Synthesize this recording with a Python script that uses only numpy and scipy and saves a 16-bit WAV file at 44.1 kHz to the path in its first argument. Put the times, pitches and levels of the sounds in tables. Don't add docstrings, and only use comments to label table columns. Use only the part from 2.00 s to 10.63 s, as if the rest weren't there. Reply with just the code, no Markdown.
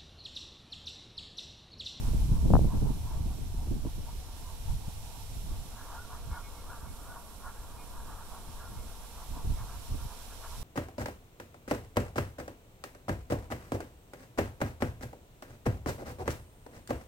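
import sys
import numpy as np
from scipy import signal
from scipy.fft import rfft, irfft, next_fast_len
from scipy.io import wavfile
from scipy.ndimage import uniform_filter1d, map_coordinates

SR = 44100
rng = np.random.default_rng(int(sys.argv[2]) if len(sys.argv) > 2 else 0)


def wav_out(sig):
    wavfile.write(sys.argv[1], SR, np.round(np.clip(np.atleast_2d(sig).T, -1, 1) * 32767).astype(np.int16))


N = 380583

# (time [s], facing [0 side-on to 1 face-on])
ROTOR_FACING = [(0, .25), (.75, .25), (1.6, 0), (2.45, .2), (3.2, 0.0016), (3.6, .25), (3.85, 0.96),
                (4.4, 1), (6.6, .95), (7.3, .65), (8.0, .85), (8.6, .85)]


def amp(db):
    return 10 ** (np.asarray(db) / 20)


def unit(x):
    return x / np.sqrt(np.mean(x.mean(axis=0) ** 2) + 1e-20)


def along(points, hz):
    freqs, values = np.transpose(points)
    return np.interp(np.log(hz + 1), np.log(freqs + 1), values)


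def curves(rows):
    times, *columns = np.transpose(rows)
    return [np.interp(np.arange(N) / SR, times, column) for column in columns]


def wobble(rate):
    knots = rng.standard_normal(int(N * rate / SR) + 4)
    return map_coordinates(knots, [np.arange(N) * rate / SR])


def swell(s, half):
    return np.exp(-np.minimum(((np.arange(N) / SR - s) / half) ** 2, 100) / 2)


def swells(rows):
    return sum((amp(db) * swell(s, half)) ** 2 for s, db, half in rows)


def filtered(x, response):
    size = next_fast_len(N + 8192)
    hz = np.fft.rfftfreq(size, 1 / SR)
    return irfft(rfft(x, size) * response(hz), size)[..., :N]


def pan(lean_db):
    return amp(np.array([[.5], [-.5]]) * lean_db)


def noise(spectrum, alike):
    common = np.sqrt(alike) * rng.standard_normal(N)
    separate = np.sqrt(1 - alike) * rng.standard_normal((2, N))
    return unit(filtered(common + separate, lambda hz: amp(along(spectrum, hz))))


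def sped(x, octaves):
    position = np.cumsum(2 ** np.clip(octaves, -1, 1)) % (N - 1)
    return np.array([np.interp(position, np.arange(N), side) for side in x])


def patchy(x, depth_db):
    spectra = signal.stft(x, nperseg=512)[2]
    field = rng.standard_normal(spectra.shape[1:])
    field = uniform_filter1d(field, size=3, axis=0)
    field = uniform_filter1d(field, size=10, axis=1)
    spectra = spectra * amp(depth_db * field / field.std())
    return unit(signal.istft(spectra, nperseg=512)[1][:, :N])


def reflected(x, delay_s=0.004324, echo_db=-12):
    return filtered(x, lambda hz: 1 + amp(echo_db) * np.exp(-2j * np.pi * hz * delay_s))


def buffeting(rumble_octaves_per_db=0.0254, flutter_octaves_per_db=-0.0051, calm_db=-47):
    # (time [s], rumble level [dB])
    breeze = [(0, -31), (.45, -28), (.8, -32), (1.1, -35), (1.8, -36), (2.3, -44), (2.75, -40), (3.15, -43),
              (3.45, -39), (3.85, -46), (4.7, -44), (5.3, -48), (5.95, -45), (6.3, -48), (6.8, -45),
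              (7.1, -50), (7.55, -42), (8.2, -49), (8.6, -47)]
    # (time [s], rumble level [dB], flutter level [dB], half length [s])
    gusts = [(0.153, -33.5, -37, 0.045), (0.329, -24, -36.5, 0.016), (0.465, -26.5, -30, 0.045),
             (0.552, -17.5, -23, .032), (0.641, -21, -32.5, 0.0301), (.76, -30.5, -38.5, 0.027),
             (0.855, -29, -35, 0.048), (1.216, -32, -49, 0.052), (1.404, -34.5, -40.5, 0.027),
             (1.726, -36, -40, 0.045), (1.864, -29, -39, 0.013), (2.0, -38.5, -46, 0.023),
             (2.145, -38.5, -55.5, 0.023), (2.716, -30.5, -61, 0.045), (2.883, -33.5, -51, 0.011),
             (3.077, -49, -55, 0.019), (3.45, -36.5, -52, 0.089), (4.3, -39, -53, 0.041),
             (4.893, -40, -49, 0.019), (6.1, -46, -59, 0.081), (6.496, -47, -55, 0.042),
             (6.796, -43, -54, 0.061), (7.33, -38, -51, .05), (7.49, -29, -45, .04),
             (7.613, -36.5, -63, 0.034), (7.937, -30, -46, 0.0319), (8.04, -39, -57, .03),
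             (8.597, -37, -57, .025)]
    # (frequency [Hz], level [dB])
    rumble_spectrum = [(10, -1.5), (20, 1), (34, 2), (55, -1), (85, -5), (110, -9.5), (170, -22.5),
                       (320, -54), (700, -89.5)]
    # (frequency [Hz], level [dB])
    flutter_spectrum = [(60, -14), (120, 0.5), (180, 0), (270, -4.5), (380, -12), (600, -22.5), (1000, -29),
                        (2000, -69)]
    breeze_db, = curves(breeze)
    stir_db = breeze_db.mean() - 16.5 + 1.1 * (breeze_db - breeze_db.mean())
    rumble_db = 10 * np.log10(amp(breeze_db) ** 2 + swells((s, db, half) for s, db, _, half in gusts))
    flutter_db = 10 * np.log10(amp(stir_db) ** 2 + swells((s, db, half) for s, _, db, half in gusts))
    large = sped(noise(rumble_spectrum, alike=0.62),
                 rumble_octaves_per_db * (rumble_db - rumble_db.mean()))
    small = sped(noise(flutter_spectrum, alike=0.076), flutter_octaves_per_db * (flutter_db - calm_db))
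    rumble = amp(rumble_db) * unit(large * amp(1.3 * wobble(22))) * pan(lean_db=-0.7)
    flutter = amp(flutter_db - 0.6) * unit(small * amp(4.2 * wobble(70))) * pan(lean_db=-2.5)
    return rumble + flutter


def open_air(side_on_db=-58, facing_gain_db=4):
    # (frequency [Hz], level [dB])
    air_spectrum = [(25, 5.5), (100, -8.5), (200, -8), (350, -9.5), (650, -8.5), (1000, -12.5),
                    (1500, -17.5), (2000, -29.5), (3500, -43)]
    facing, = curves(ROTOR_FACING)
    return amp(side_on_db + facing_gain_db * facing) * noise(air_spectrum, alike=0.58)


def hiss(split_hz=7000, right_lag_s=.0004):
    # (frequency [Hz], level [dB])
    hiss_spectrum = [(1000, -5.5), (2000, -4.5), (2450, -1), (4000, 1.5), (4900, -3), (6600, -4.5),
                     (8500, -2), (10700, -4), (12800, -5.5), (14100, -6), (15700, -11)]
    # (centre [Hz], half width [Hz], height [dB])
    humps = [(5670, 530, 4.5), (7480, 430, 5), (9570, 610, 5.5), (11670, 440, 4.5)]
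    # (frequency [Hz], left minus right [dB])
    lean = [(2000, -1), (3200, -3), (4400, -4.5), (6000, -8.5), (9500, -7.5), (12000, -12), (15000, -10)]
    # (time [s], level below the split [dB], level above it [dB])
    levels = [(0.05, -56.5, -56), (0.9, -59.5, -59), (1.53, -60.5, -60), (2.33, -59.5, -60),
              (2.4, -59, -58), (3.32, -58.5, -57.5), (4.29, -61, -60.5), (5.06, -62.5, -59),
              (5.3, -63, -60), (8.31, -58, -57.5), (8.5, -57, -56.5)]

    def colour(hz):
        humps_db = sum(db * np.exp(-((hz - centre) / width) ** 2) for centre, width, db in humps)
        lag = np.exp(-2j * np.pi * hz * np.array([[0], [right_lag_s]]))
        return amp(humps_db) * pan(along(lean, hz)) * lag

    low_db, high_db = curves(levels)
    whole = filtered(noise(hiss_spectrum, alike=0.065), colour)
    low = filtered(whole, lambda hz: hz < split_hz)
    bands = amp(low_db + 0.8) * unit(low) + amp(high_db + 0.55) * unit(whole - low)
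    return bands * amp(0.5 * wobble(14))


def blades(arch_octaves=.13, facing_octaves=.15, tips_side_on_db=-15.5, tips_facing_gain_db=14.5):
    # (time [s], level [dB], half length [s], tip offset [dB])
    passes = [(0.081, -53.5, .04, 3), (0.372, -54.5, 0.086, -4), (0.739, -50, .045, -1),
              (.88, -53, .06, -2), (1.14, -53, .08, -1), (1.322, -55, .025, -0.5),
              (1.603, -60.5, 0.061, -1), (1.869, -66, 0.029, -2), (2.093, -56.5, .025, -1),
              (2.33, -57, 0.051, 4), (2.489, -56, 0.048, -1.5), (2.707, -54.5, 0.026, -0.5),
              (2.87, -55.5, .04, -4), (3.139, -58, 0.087, -4), (3.535, -52, 0.029, 2),
              (3.801, -54.5, 0.039, 4), (3.934, -49, 0.049, -3.5), (4.15, -50.5, 0.03303, -5),
              (4.362, -48.5, .038, -1), (4.715, -52, 0.038, -1), (4.823, -51.5, 0.046, -5),
              (5.145, -51.5, 0.051, -4), (5.465, -49.5, .033, 1), (5.596, -55.5, 0.039, -5),
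              (5.748, -56, 0.07, -10), (5.975, -50, 0.032, -6), (6.138, -53.5, 0.078, 0),
              (6.353, -49, 0.039, -6), (6.63, -53.5, 0.056, -2.5), (6.893, -63, 0.016, -7.5),
              (7.043, -60, 0.022, -1.5), (7.21, -54.5, .055, -3), (7.38, -53.5, .055, -6),
              (7.61, -50, .025, -1), (7.725, -53.5, 0.056, -1), (7.881, -61.5, 0.015, -6),
              (8.006, -58, .025, 5), (8.125, -55, 0.058, -1.5), (8.32, -56, .025, 2),
              (8.454, -51.5, 0.021, 4), (8.544, -54, 0.026, 0)]
    # (frequency [Hz], level [dB])
    edge_spectrum = [(200, -37), (400, -21), (560, -8.5), (720, -5), (900, 2), (1060, -1), (1250, -13.5),
                     (1600, -32), (2200, -56)]
    # (frequency [Hz], level [dB])
    tip_spectrum = [(700, -41), (1000, -1), (1150, 2.5), (1400, 0.5), (1650, -4), (1800, -14), (2300, -37)]
    facing, = curves(ROTOR_FACING)
    steady_power = amp(-63.5 + 2 * facing) ** 2
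    edge_gain = np.sqrt(steady_power + swells((s, db, half) for s, db, half, _ in passes))
    tip_gain = np.sqrt(steady_power + swells((s, db + tip_db, half) for s, db, half, tip_db in passes))
    nearness = np.max([swell(s, half) for s, _, half, _ in passes], axis=0)
    arch = arch_octaves * (nearness - np.average(nearness, weights=edge_gain ** 2))
    edge = sped(noise(edge_spectrum, alike=.94), arch + facing_octaves * (facing - facing.mean()))
    bright = sped(noise(tip_spectrum, alike=1.0), arch)
    swish = amp(-0.6) * edge_gain * patchy(edge, depth_db=1.8)
    tips = amp(tips_side_on_db + tips_facing_gain_db * facing) * tip_gain * patchy(bright, depth_db=2.5)
    return (swish + tips) * amp(1.45 * wobble(25))


def pops(half_cycles=0.25, reach_s=.03):
    # (time [s], peak level [dB], pitch [Hz], left minus right [dB])
    eddies = [(.135, -33, 383, -2), (.505, -22, 500, 9), (.5375, -11.5, 660, 8), (0.5364, -15.5, 217, 1),
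              (.5505, -22.5, 700, 5), (0.5544, -15.5, 730, 9), (0.5669, -17, 676, 6),
              (0.5926, -22, 482, 11), (0.646, -25.5, 420, 3), (1.673, -35, 301, 1), (1.8513, -31, 450, 2),
              (1.858, -24.5, 230, 1.5), (4.321, -27.5, 55, 2.5), (7.475, -29, 105, -2), (7.51, -27, 80, -5),
              (7.945, -34, 179, -2.5), (8.055, -33, 80, 12.5)]
    out, t = np.zeros((2, N)), np.arange(N) / SR
    for s, db, hz, lean_db in eddies:
        near = abs(t - s) < reach_s
        cycles = hz * (t[near] - s)
        pulse = np.cos(2 * np.pi * cycles) / np.cosh(cycles / half_cycles)
        out[:, near] -= amp(db) * pan(lean_db) * pulse
    return out


def tip_whistles(side_on_hz=903, face_on_hz=1460, width_hz=57, bend=28, half_s=.03, reach_s=.15):
    # (time [s], level [dB])
    whistles = [(1.092, -55), (2.475, -60), (3.19, -61), (4.01, -50.5), (4.134, -61), (4.365, -50.5),
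                (4.732, -52.5), (5.113, -55), (5.462, -55), (6.65, -57)]
    out, t = np.zeros(N), np.arange(N) / SR
    white = rng.standard_normal((2, N))
    breath_cos, breath_sin = unit(filtered(white, lambda hz: np.exp(-(hz / width_hz) ** 2)))
    for s, db in whistles:
        facing = np.interp(s, *np.transpose(ROTOR_FACING))
        top_hz = side_on_hz + (face_on_hz - side_on_hz) * facing
        near = abs(t - s) < reach_s
        offset_s = t[near] - s
        phase = 2 * np.pi * np.cumsum(top_hz / (1 + bend * offset_s ** 2)) / SR
        tone = (breath_cos[near] * np.cos(phase) + breath_sin[near] * np.sin(phase)) / np.sqrt(2)
        out[near] += amp(db) * np.exp(-(offset_s / half_s) ** 2 / 2) * tone
    return out


def chirps(half_s=0.022):
    # (time of the middle [s], pitch [Hz], level [dB])
    notes = [(4.342, 2180, -63), (4.464, 2200, -61), (4.455, 2427, -67.5), (4.587, 2180, -66),
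             (4.89, 2205, -68), (5.807, 2200, -65), (5.809, 2435, -61.5), (6.795, 2160, -69),
             (7.595, 2210, -66)]
    t = np.arange(N) / SR
    waver = .5 * wobble(90)
    tones = sum(amp(db) * swell(s, half_s) * np.sin(2 * np.pi * hz * (t - s) + waver)
                for s, hz, db in notes)
    return amp(-0.5) * np.sqrt(2) * tones * pan(lean_db=-1)


def scene():
    outdoors = reflected(open_air() + blades()) + tip_whistles() + chirps()
    return buffeting() + pops() + outdoors + hiss()


def record(dry, top_hz=15740):
    return filtered(dry, lambda hz: hz < top_hz)


dry = scene()
out = record(dry)
wav_out(out)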